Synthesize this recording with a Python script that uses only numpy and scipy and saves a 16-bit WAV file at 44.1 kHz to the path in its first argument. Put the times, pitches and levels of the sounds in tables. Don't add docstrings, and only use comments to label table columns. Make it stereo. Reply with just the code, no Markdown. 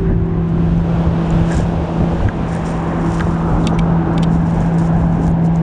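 import sys
import numpy as np
from scipy import signal
from scipy.fft import rfft, irfft, next_fast_len
from scipy.io import wavfile
from scipy.ndimage import uniform_filter1d, map_coordinates

SR = 44100
rng = np.random.default_rng(int(sys.argv[2]) if len(sys.argv) > 2 else 0)


def unload_wav(signal):
    wavfile.write(
        sys.argv[1],
        SR,
        np.round(np.clip(np.atleast_2d(signal).T, -1, 1) * 32767).astype(np.int16),
    )


N = 247842


def hub_motor():
    # time in seconds, pitch in Hz, level in dB.
    whine = [(0, 385.3, -25.5), (.3, 373.2, -28.5), (.65, 357.5, -33.5), (.9, 349, -37.5), (1.1, 357, -70)]
    hz, db = curves(whine)
    level = np.sqrt(2) * amp(db + 2.4 * wobble(24))
    return level * np.sin(2 * np.pi * np.cumsum(hz + 1.3 * wobble(5.9)) / SR)


def hum(start_hz=166.85, sag_hz_per_s=.1398):
    # time in seconds, tone in dB, octave in dB.
    levels = [(0, -20.5, -31), (.3, -18.5, -30), (.45, -20, -33.5), (.6, -17, -33.5), (1.0, -15, -34),
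              (1.25, -17.5, -28.5), (1.4, -15.5, -26.5), (1.6, -17.5, -30), (1.9, -21.5, -34),
              (2.05, -18, -28), (2.2, -24, -36), (2.3, -24, -38), (2.5, -20, -38), (2.75, -22.5, -37),
              (3.05, -20.5, -26.5), (3.45, -19, -33), (3.75, -17, -30), (3.93, -15.5, -34.5),
              (4.08, -21, -23.5), (4.2, -15.5, -34), (4.35, -13.5, -42), (4.6, -18, -38.5),
              (4.9, -12.5, -33.5), (5.15, -18, -40), (5.4, -15, -39), (5.62, -14, -30)]
    tone_db, octave_db = curves(levels)
    phase = 2 * np.pi * np.cumsum(start_hz - sag_hz_per_s * np.arange(N) / SR) / SR + .27 * wobble(6)
    tone = amp(tone_db + 1.32 * wobble(25) + .53 * wobble(8.1)) * np.sin(phase)
    octave = amp(octave_db + .46 * wobble(12)) * np.sin(2 * phase + .3 * wobble(15))
    return np.sqrt(2) * (tone + octave)


def airflow(flutter_db=1.5, breeze_pan_db=-.5):
    # time in seconds, breeze strength on a log scale.
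    strength = [(0, -21.5), (.9, -16.5), (1.3, -27), (1.8, -21), (2.2, -21), (3, -21.5), (3.7, -19.5),
                (4.5, -25), (5, -18), (5.62, -20.5)]
    # peak time in seconds, peak in dB, rise and fall in seconds, pan in dB.
    gusts = [(.115, -12.5, 0.14, 0.12, 9.5), (.36, -18.5, 0.042, .06, 15), (.56, -17.5, 0.34, 0.13, 11),
             (.64, -22, 0.047, 0.037, 15.5), (.74, -17.5, 0.07, 0.13, 18), (.83, -25, 0.068, .05, 3),
             (1.075, -13.5, 0.036, 0.045, 6.5), (1.125, -16, 0.037, 0.067, 8.5),
             (1.285, -18, 0.02, 0.13, 10.5), (1.36, -9, 0.054, 0.029, -0.5),
             (1.42, -13.5, 0.053, 0.068, 5.5), (1.579, -11.5, 0.034, 0.15, 13.5),
             (1.78, -15.5, 0.21, 0.052, 7), (2.006, -19, 0.02, 0.034, 16), (2.055, -12, 0.018, 0.031, 9),
             (2.21, -16, 0.026, 0.068, 18), (2.285, -12, 0.11, 0.022, 18.5), (2.41, -17, 0.046, 0.033, 2),
             (3.1, -27, 0.063, .12, -4), (3.3, -17, 0.18, 0.03, 0.5), (3.41, -18, 0.03, .06, 6.5),
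             (3.52, -16.5, 0.048, 0.067, 4.5), (3.91, -18, 0.14, 0.059, 2.5), (4.05, -19, 0.03, 0.11, .5),
             (4.29, -18, 0.095, 0.37, -3.5), (4.6, -15.5, 0.091, 0.085, -3.5), (4.82, -21, .08, 0.067, 3.5),
             (5.1, -26, 0.18, 0.11, -5.5), (5.24, -18.5, 0.13, .05, 6.5), (5.31, -15.5, 0.052, 0.1, 7)]
    breeze_power = amp(2.21 * (curves(strength)[0] + flutter_db * wobble(11)))
    gust_power = swells(gusts)
    power = breeze_power + gust_power.sum(axis=0)
    pan_db = (breeze_pan_db * breeze_power + np.array(gusts)[:, -1] @ gust_power) / power
    return 10 * np.log10(power), pan_db


def wind():
    # frequency in Hz, relative level in dB.
    rumble_colour = [(8.8, -48), (15, -41), (37, -2), (139, -4), (150, -10), (200, -17.5), (330, -120)]
    eddy_colour = [(8.8, -28), (15, -6), (54, 5.5), (125, -3), (206, -15.5), (409, -28.5), (469, -27),
                   (617, -25.5), (900, -52.5), (1170, -70.5), (1980, -120)]
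    slap_colour = [(80, -30.5), (150, -2), (250, -4), (400, -16.5), (600, -17.5), (900, -39.5), (2000, -87)]
    db, pan_db = airflow()
    shared = amp(db - .67 * np.abs(pan_db))
    windward_db = np.clip([pan_db, -pan_db], 0, None)
    extra = shared * np.sqrt(amp(2 * windward_db) - 1 + .11)
    lumps = amp(2.6 * np.array([wobble(30), wobble(30)]))
    eddies = noise(eddy_colour, channels=2)
    eddy_power = np.abs(uniform_filter1d(eddies ** 2, size=2200) + .05)
    eddies = unit(lumps * eddies / eddy_power ** .27)
    slaps = 1.1 * extra * unit(lumps * noise(slap_colour, channels=2))
    return .9 * shared * noise(rumble_colour, channels=1) + extra * (eddies + slaps)


def wind_thumps():
    # start in seconds, level in dB, length in seconds, pan in dB.
    eddies = [(0.108, -13, 0.022, 11.5), (1.112, -10, 0.0018, 5), (1.591, -7, .014, 10),
              (2, -14, 0.0052, 20), (2.009, -9.5, 0.0077, 9), (2.019, -2.5, 0.0069, 5),
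              (2.0345, -3.5, 0.0068, 6), (2.218, -10, 0.022, 13), (2.247, -9, .014, 11),
              (3.18, -16, .002, 0), (3.199, -16, 0.0021, -3), (3.269, -8, 0.0018, 0),
              (3.474, -11, 0.0014, 1), (3.488, -11, 0.0013, 0), (5.448, -18, 0.0015, 0)]
    out = np.zeros((2, N + SR))
    for s, db, length, pan_db in eddies:
        t = np.arange(round(length * SR)) / SR
        add(out, s, amp(db) * panned(np.tanh(.55 * np.sin(2 * np.pi * t / length)), pan_db))
        add(out, s + length / 2, amp(db - .5) * burst(570, width=260, t60=min(.026, 3 * length)))
    return filtered(out[:, :N], lambda hz: 1 / (1 + 1j * hz / 1800) ** 2)


def handlebar_switch(low_cut_hz=1900):
    # start in seconds, level and crack in dB, favoured Hz, low modes' t60 factor, pan in dB.
    clicks = [(3.6709, -5, -5.5, 3500, 0.39, -1), (3.674, -14.5, -11.5, 2640, 1.4, -1),
              (3.7887, -13, -4.5, 2310, 2.1, 2), (3.7934, -13, -11.5, 2960, 0.52, -5.5),
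              (4.1794, -13.5, -7, 3470, .6, -2), (4.1824, -19.5, -8.5, 2400, 0.97, -6.5),
              (4.2255, -31, -5, 6900, .5, 0), (4.2292, -22, -13, 3310, 0.67, 0.5),
              (4.2312, -14.5, -3, 3210, 0.74, -2.5), (4.2332, -20, -7, 3500, .45, -0.5),
              (4.2371, -15.5, -7.5, 3250, 0.58, 0), (4.2411, -19, -12.5, 3300, 0.65, 3.5),
              (4.2452, -30, -10, 3260, 0.7, 3)]
    # frequency in Hz, level in dB, nominal t60 in seconds.
    modes = [(2297, 2, 0.017), (2680, 3.5, 0.01), (3180, 4.5, 0.0095), (3600, -1, 0.02), (4530, 1.5, 0.022),
             (5600, 6.5, 0.027), (6860, 1, 0.011), (9600, -17, .006)]
    # start and end in seconds, pitch in Hz, level in dB.
    squeaks = [(3.635, 3.663, 3700, -45), (3.668, 3.695, 3630, -40), (3.728, 3.76, 5960, -54)]
    out = np.zeros((2, N + SR))
    for s, db, crack_db, favoured_hz, low_factor, pan_db in clicks:
        click = np.zeros((2, round(.08 * SR)))
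        for hz, mode_db, t60 in modes:
            octaves_off = min(abs(np.log2(hz / favoured_hz)), .6)
            gain = amp(mode_db + rng.normal(0, 1, (2, 1)) + (hz > 5000) * crack_db - 30 * octaves_off)
            click += gain * ring(hz, t60 * (low_factor if hz < 4000 else .6), rise=.00018)
        crack = burst(6500, width=6000, t60=.0078, apart=.76)
        crack += .58 * burst(15000, width=5000, t60=.0055, apart=.37)
        click += 2 * amp(crack_db - 2.5) * crack
        add(out, s, amp(db) * panned(click / np.abs(click).max(), pan_db))
    for start, end, hz, db in squeaks:
        add(out, start, amp(db) * stroke(start, end, hz, width=250)[None])

    def high_pass(hz):
        s = 1j * hz / low_cut_hz
        return (s ** 2 / (1 + 1.17 * s + s ** 2)) ** 2
    return filtered(out[:, :N], high_pass)


def camera_case(shell_hz=1630, rub_sway_hz=1320):
    # start in seconds, level in dB, sway in dB, its Hz, its pan in dB, tap and its pan in dB.
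    knocks = [(2.2864, -11.5, 9, 1580, 0.5, 4.5, -1), (3.2059, -9, 10, 1260, 4.5, 2, 1),
              (4.624, -18, 5, 1320, 4, -7, -10)]
    # start and end in seconds, tap and sway in dB.
    rubs = [(0.025, 0.158, -38, -46), (1.485, 1.624, -33, -22), (1.508, 1.53, -25, -35),
            (2.488, 2.597, -39.5, -56), (3.194, 3.209, -28, -6.5)]
    out = np.zeros((2, N + SR))
    for s, db, sway_db, sway_hz, sway_pan_db, tap_db, tap_pan_db in knocks:
        sway = ring(sway_hz, .032, rise=.0009) + .5 * ring(890, .022)
        sway += .22 * ring(2650, .01) + .08 * ring(5900, .0092)
        tap = ring(shell_hz, .026, rise=.0018) + .54 * ring(1890, .016)
        tap += .4 * ring(1420, .03, rise=.0017) + .25 * ring(3100, .0088) + .18 * ring(6400, .0041)
        add(out, s, amp(db + tap_db) * panned(tap, tap_pan_db))
        add(out, s, amp(db + sway_db) * panned(np.array([sway, -sway]), sway_pan_db))
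    for start, end, tap_db, sway_db in rubs:
        sway = amp(sway_db) * stroke(start, end, rub_sway_hz, width=200)
        tap = amp(tap_db) * stroke(start, end, shell_hz, width=140)
        add(out, start, np.array([sway + tap, .45 * tap - sway]))
    return out[:, :N]


def jacket():
    # time in seconds, level in dB.
    chafing = [(0, -86), (.44, -91.5), (.52, -68.5), (.78, -59), (1.2, -60.5), (1.35, -52.5), (1.75, -59),
               (2.25, -52.5), (2.4, -57.5), (2.8, -52.5), (3.4, -55), (3.68, -48.5), (3.72, -58),
               (4.05, -68.5), (4.2, -58), (4.4, -60), (5.3, -61.5), (5.38, -84), (5.62, -73)]
    # peak time in seconds, peak in dB, rise and fall in seconds.
    sleeve_moves = [(.26, -56, .005, .009), (.494, -52, 0.014, 0.011), (1.268, -56, 0.019, 0.052),
                    (1.52, -37.5, 0.04, 0.068), (1.533, -39.5, .02, 0.036), (1.552, -36.5, 0.036, 0.045),
                    (1.575, -40.5, .04, 0.085), (1.605, -39, 0.05, 0.029), (2.485, -47, .015, 0.072),
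                    (2.53, -44, 0.05, 0.06), (2.575, -49, .05, .04), (2.66, -42.5, 0.014, 0.096),
                    (2.7, -45.5, 0.071, 0.037), (2.73, -52, 0.043, .02), (3.15, -41, 0.12, 0.12),
                    (3.21, -45, 0.066, 0.02), (3.31, -48.5, .15, 0.11), (4.136, -49, .005, 0.011),
                    (4.344, -43.5, 0.031, 0.036), (4.5, -49.5, 0.07, .05), (4.56, -53, .04, .04),
                    (4.615, -45.5, 0.066, 0.061), (4.68, -49, 0.034, .03), (4.745, -50, .02, .02),
                    (4.784, -41, 0.0044, 0.039), (4.825, -46, .04, .04), (4.868, -46, 0.04, 0.02),
                    (5.016, -50, 0.076, 0.037), (5.27, -48.5, 0.14, 0.022), (5.462, -45, 0.022, 0.017),
                    (5.562, -49, 0.022, 0.027)]
    # frequency in Hz, relative level in dB.
    cloth_colour = [(1760, -14.5), (3000, -1), (3330, -8.5), (3510, -7), (3710, -5.5), (4560, -9),
                    (5660, 0), (6890, -2), (7350, -1.5), (7980, -12.5), (8300, -9.5), (8700, -4),
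                    (9200, -10.5), (10000, -17.5), (11000, -10), (12000, -14), (15000, -18.5),
                    (22000, -120)]
    # frequency in Hz, left lead in radians, likeness 0-1, pan in dB.
    from_chest = [(2500, 0, .5, 0), (3500, 0, .7, 1), (5000, 0, .45, 0), (5800, 1.2, .55, .5),
                  (6500, 3.1, .35, 7.5), (7000, 3.1, .1, 8), (7300, .5, .5, 8), (8400, -.9, .5, 10),
                  (9500, -.6, .4, 6), (11000, 0, .7, 2)]
    # start in seconds, relative level in dB, pitch in Hz, t60 in seconds, pan in dB.
    creases = [(.778, -40, 6000, 0.0097, 0), (1.3052, -28.5, 7050, 0.0089, 2.5),
               (1.521, -21.5, 7600, .0034, 6), (1.544, -27, 7300, 0.0038, 7),
               (1.568, -22.5, 7440, .0034, 3), (1.5772, -24.5, 7600, 0.0032, 1),
               (1.607, -28, 7400, .0034, -1), (2.526, -37, 8700, .0034, 8), (2.5514, -28, 8730, .0034, 10),
               (2.564, -34, 8500, .0034, 13), (2.685, -35, 8600, 0.0038, 11),
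               (2.707, -35.5, 8700, .0034, 8), (2.718, -39, 8800, .0034, 6), (4.5443, -38, 8000, .0034, -4),
               (4.606, -32, 6600, 0.0037, 0), (4.7424, -37.5, 7500, .0034, -1),
               (4.785, -27, 5200, .0034, -3), (4.875, -34, 6400, .0034, 2), (5.1265, -38, 6500, .0034, 3),
               (5.2373, -35, 7500, .002, 8), (5.242, -36, 8000, .002, 5), (5.268, -30, 7200, .002, 5),
               (5.2797, -25, 6600, .002, 5.5), (5.3025, -38, 7000, .002, 8), (5.3145, -36, 6960, .003, 0.5),
               (5.5591, -32, 6550, 0.003, 13)]
    crackle = amp(1.7 * wobble(450) + 1.5 * wobble(60)) * rng.standard_normal((2, N))
    ticks = (rng.random(N) < 160 / SR) * rng.uniform(2, 10, N) * rng.standard_normal((2, N))
    cloth = unit(filtered(crackle + ticks, lambda hz: amp(along(cloth_colour, hz))))
    level = np.sqrt(amp(2 * curves(chafing)[0]) + swells(sleeve_moves).sum(axis=0))
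    out = np.pad(at_ports(level * cloth, from_chest), ((0, 0), (0, SR)))
    for s, db, hz, t60, pan_db in creases:
        snap = ring(hz, t60) + .57 * burst(6500, width=4300, t60=.86 * t60)
        add(out, s, amp(db + 4.5) * panned(snap / np.abs(snap).max(), pan_db))
    return out[:, :N]


def traffic():
    # time in seconds, then drone, roar, tread and hiss in dB.
    levels = [(0, -29, -35.5, -38.5, -42.5), (.55, -27.5, -32, -39.5, -44.5),
              (.7, -25.5, -32, -39.5, -42.5), (.85, -26.5, -26, -39.5, -42),
              (1.1, -25.5, -26, -38.5, -41.5), (1.5, -25.5, -24, -36, -37.5),
              (1.9, -25.5, -24.5, -48, -41.5), (2.3, -24, -26, -36, -39),
              (2.65, -26.5, -27.5, -33.5, -37.5), (3, -24.5, -25, -28.5, -37),
              (3.25, -26, -27.5, -27.5, -37.5), (3.5, -25, -22.5, -26, -41), (4.2, -22, -25, -29, -42),
              (4.6, -23.5, -26.5, -32.5, -40.5), (5.1, -25, -26, -32.5, -42.5),
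              (5.62, -26, -29, -39.5, -43)]
    # time in seconds, bearing (0 left, 1 ahead, 2 right, 3 behind on the right).
    route = [(0, 1.5), (.6, 0.57), (.9, 0.04), (1.5, 0.074), (2.0, 0.066), (2.5, 0.87), (2.9, 1.01),
             (3.15, 1.35), (3.45, 1.9), (4, 2.22), (4.5, 2.63), (5, 2.74), (5.62, 2.72)]
    # frequency in Hz, relative dB.
    drone = [(60, -13), (110, -13), (200, 16.5), (300, 12), (420, 1), (700, -52.5)]
    roar = [(180, -41.5), (300, -7), (450, -1.5), (600, 0.5), (800, -3.5), (1000, -7), (1300, -16.5),
            (2000, -37), (4000, -90)]
    tread = [(500, -51.5), (800, -12), (1000, -5), (1250, -5.5), (1600, -11.5), (1900, -18.5),
             (2500, -38.5), (5000, -92.5)]
    hiss = [(880, -44), (1500, 6), (1940, 1.5), (2540, -1.5), (3850, -12), (4320, -16.5), (5790, -20.5),
            (6670, -22.5), (7370, -26.5), (9700, -32), (11000, -32.5), (14300, -68), (22000, -120)]
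    left_road = [(400, 1.5), (580, -1.5), (750, 0.5), (900, 0), (1100, 0), (1400, 3), (2000, -0.5),
                 (3000, 5), (5000, 7.5)]
    road_ahead = [(400, 2.3), (600, -3.5), (750, 2), (900, -0.3), (1100, -0.5), (1300, -2), (1500, -1.5),
                  (1700, -1), (2000, -1.5), (2400, -2), (5000, -2)]
    right_road = [(400, 1), (600, -6), (750, -0.5), (900, -1), (1100, -3.5), (1300, 2.5), (1500, 0.5),
                  (1700, -7), (2000, -4.5), (2400, -2), (5000, 2.5)]
    road_behind = [(400, -1.5), (600, -1.5), (750, 3.5), (900, 2.5), (1100, 1.5), (1300, 4), (1500, 1.5),
                   (1700, 3), (2000, 2), (2400, -1), (5000, -1)]
    # frequency in Hz, left lead in radians, likeness 0-1, pan in dB.
    from_left = [(400, 0, .98, 0), (600, .3, .94, -1.5), (800, .7, .6, 4), (1000, -.2, .65, 4),
                 (1500, .2, .45, 5.5), (2000, -.5, .45, 5), (2400, -.5, .8, 3), (3200, 0, .88, 2.5),
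                 (5000, .8, .5, .5), (8000, 1, .25, 3.5)]
    from_ahead = [(400, -.1, .98, 0), (600, -.5, .9, -2), (800, -.4, .88, -4.5), (1100, -.5, .8, -6),
                  (1250, -1.4, .55, -3), (1400, -2.4, .45, -8), (1550, -4.2, .45, -8), (1700, -5, .75, -5),
                  (1900, -5.7, .75, -4), (2100, -6.4, .8, -1), (2800, -6.2, .75, -2), (6000, -6.6, .45, 0)]
    from_right = [(400, -.3, .98, 1), (500, -.7, .92, 0), (600, -.7, .8, -3), (800, -.5, .75, -5),
                  (950, -1, .82, -5), (1100, -2, .78, -7), (1250, -2.7, .8, -6), (1400, -3, .88, -6),
                  (1550, -3.5, .72, -5.5), (1700, -3.8, .5, -6), (1900, -5, .15, -6), (2400, -6, .4, -6.5),
                  (2800, -6.5, .5, -7), (3500, -6.2, .4, -4), (6000, -7, .3, -1)]
    from_behind = [(400, -.2, .98, 0), (500, -.6, .85, -2), (600, -.7, .85, -4.5), (800, -.6, .85, -4),
                   (950, -1.3, .85, -3.5), (1100, -2.3, .75, -2.5), (1250, -3.3, .85, 0),
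                   (1400, -3.7, .8, 0), (1550, -5.3, .2, -3), (1700, -8.1, .6, -4), (1900, -9.6, .35, -1),
                   (2100, -11.6, .55, -1.5), (2400, -12.6, .55, -3), (3500, -12.6, .5, -1.5),
                   (6000, -13, .4, 0)]
    drone_db, *tyre_db = curves(levels)
    bearing = curves(route)[0]
    swell_db = .46 * wobble(11)
    drone_gain = amp(drone_db + 1.5 * wobble(11))
    out = drone_gain * (noise(drone, channels=1) + .04 * noise(drone, channels=2))
    rushes = [noise(colour, channels=2) for colour in (roar, tread, hiss)]
    sides = [(from_left, left_road), (from_ahead, road_ahead),
             (from_right, right_road), (from_behind, road_behind)]
    for place, (path, colour) in enumerate(sides):
        step = (-1) ** place
        tyres = sum(amp(db + swell_db) * rush[:, ::step] for db, rush in zip(tyre_db, rushes))
        share = np.clip(1 - np.abs(bearing - place), 0, 1)
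        out += at_ports(np.sqrt(share) * tyres, path, colour)
    return out


def amp(db):
    return 10 ** (np.asarray(db) / 20)


def unit(x):
    return x / np.sqrt(np.mean(x ** 2) + 1e-20)


def along(points, hz):
    knots, values = np.transpose(points)
    return np.interp(np.log(hz + 1), np.log(knots + 1), values)


def curves(rows):
    s, *columns = np.transpose(rows)
    return [np.interp(np.arange(N) / SR, s, column) for column in columns]


def wobble(rate):
    return map_coordinates(rng.standard_normal(int(N * rate / SR) + 4), [np.arange(N) * rate / SR])


def swells(rows, span_db=10):
    s, db, rise, fall = np.array(rows).T[:4, :, None]
    late = np.arange(N) / SR - s
    return amp(2 * (db - span_db * np.maximum(-late / rise, late / fall)))


def filtered(x, response, edge=4096):
    size = next_fast_len(N + 2 * edge)
    longer = np.pad(x, ((0, 0), (edge, size - N - edge)), mode="reflect")
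    return irfft(rfft(longer) * response(np.fft.rfftfreq(size, 1 / SR)), size)[:, edge:edge + N]


def noise(spectrum, channels):
    return unit(filtered(rng.standard_normal((channels, N)), lambda hz: amp(along(spectrum, hz))))


def ring(hz, t60, length=.08, rise=.00047):
    t = np.arange(round(length * SR)) / SR
    return amp(-60 * t / t60) * np.sin(2 * np.pi * hz * t) * (1 - np.exp(-t / rise))


def burst(hz, width, t60, apart=10):
    t = np.arange(round(.08 * SR)) / SR
    puff = (rng.standard_normal(len(t)) + apart * rng.standard_normal((2, len(t)))) * amp(-60 * t / t60)
    puff = signal.lfilter(ring(hz, 2.2 / width, length=.003, rise=.00002), [1], puff)
    return puff / np.abs(puff).max()


def stroke(start, end, hz, width):
    t = np.arange(round((end - start) * SR)) / SR
    rubbing = np.convolve(rng.standard_normal(len(t)), ring(hz, 1.7 / width))[:len(t)]
    return unit(rubbing) * np.sin(np.pi * t / (end - start)) ** .5


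def at_ports(pair, path, colour=((100, 0), (200, 0))):
    def response(hz, side):
        lead, alike, pan_db = (along(np.array(path)[:, [0, k]], hz) for k in (1, 2, 3))
        angle = np.arccos(alike) / 2
        gain = amp(along(colour, hz) + side * pan_db / 2)
        return gain * np.exp(.5j * side * lead) * [np.cos(angle), side * np.sin(angle)]
    return np.array([filtered(pair, lambda hz: response(hz, side)).sum(axis=0) for side in (1, -1)])


def panned(x, pan_db):
    return x * amp([[pan_db / 2], [-pan_db / 2]])


def add(out, s, x):
    out[:, round(s * SR):round(s * SR) + x.shape[1]] += x


def gain_control(x, ceiling_db, follow_s):
    power = uniform_filter1d((x ** 2).max(axis=0), size=900)
    over_db = np.clip(10 * np.log10(np.abs(power) + 1e-12) - ceiling_db, 0, None)
    keep = np.exp(-1 / (follow_s * SR))
    return x * amp(-signal.lfilter([1 - keep], [1, -keep], over_db))


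def scene():
    return (hum() + hub_motor() + wind() + wind_thumps() + traffic()
            + jacket() + handlebar_switch() + camera_case())


def record(dry, top_hz=15800):
    # frequency in Hz, gain in dB.
    microphone = [(9800, 1.5), (11000, -13.5), (12000, -17), (16000, -21.5)]
    ridden = gain_control(dry, ceiling_db=-12, follow_s=.11)
    clipped = .92 * ridden / (1 + np.abs(ridden) ** 8) ** (1 / 8)
    fade_out = np.clip(np.arange(N)[::-1] / 130, 0, 1)
    return filtered(clipped * fade_out, lambda hz: amp(along(microphone, hz)) * (hz < top_hz))


dry = scene()
out = record(dry)
unload_wav(out)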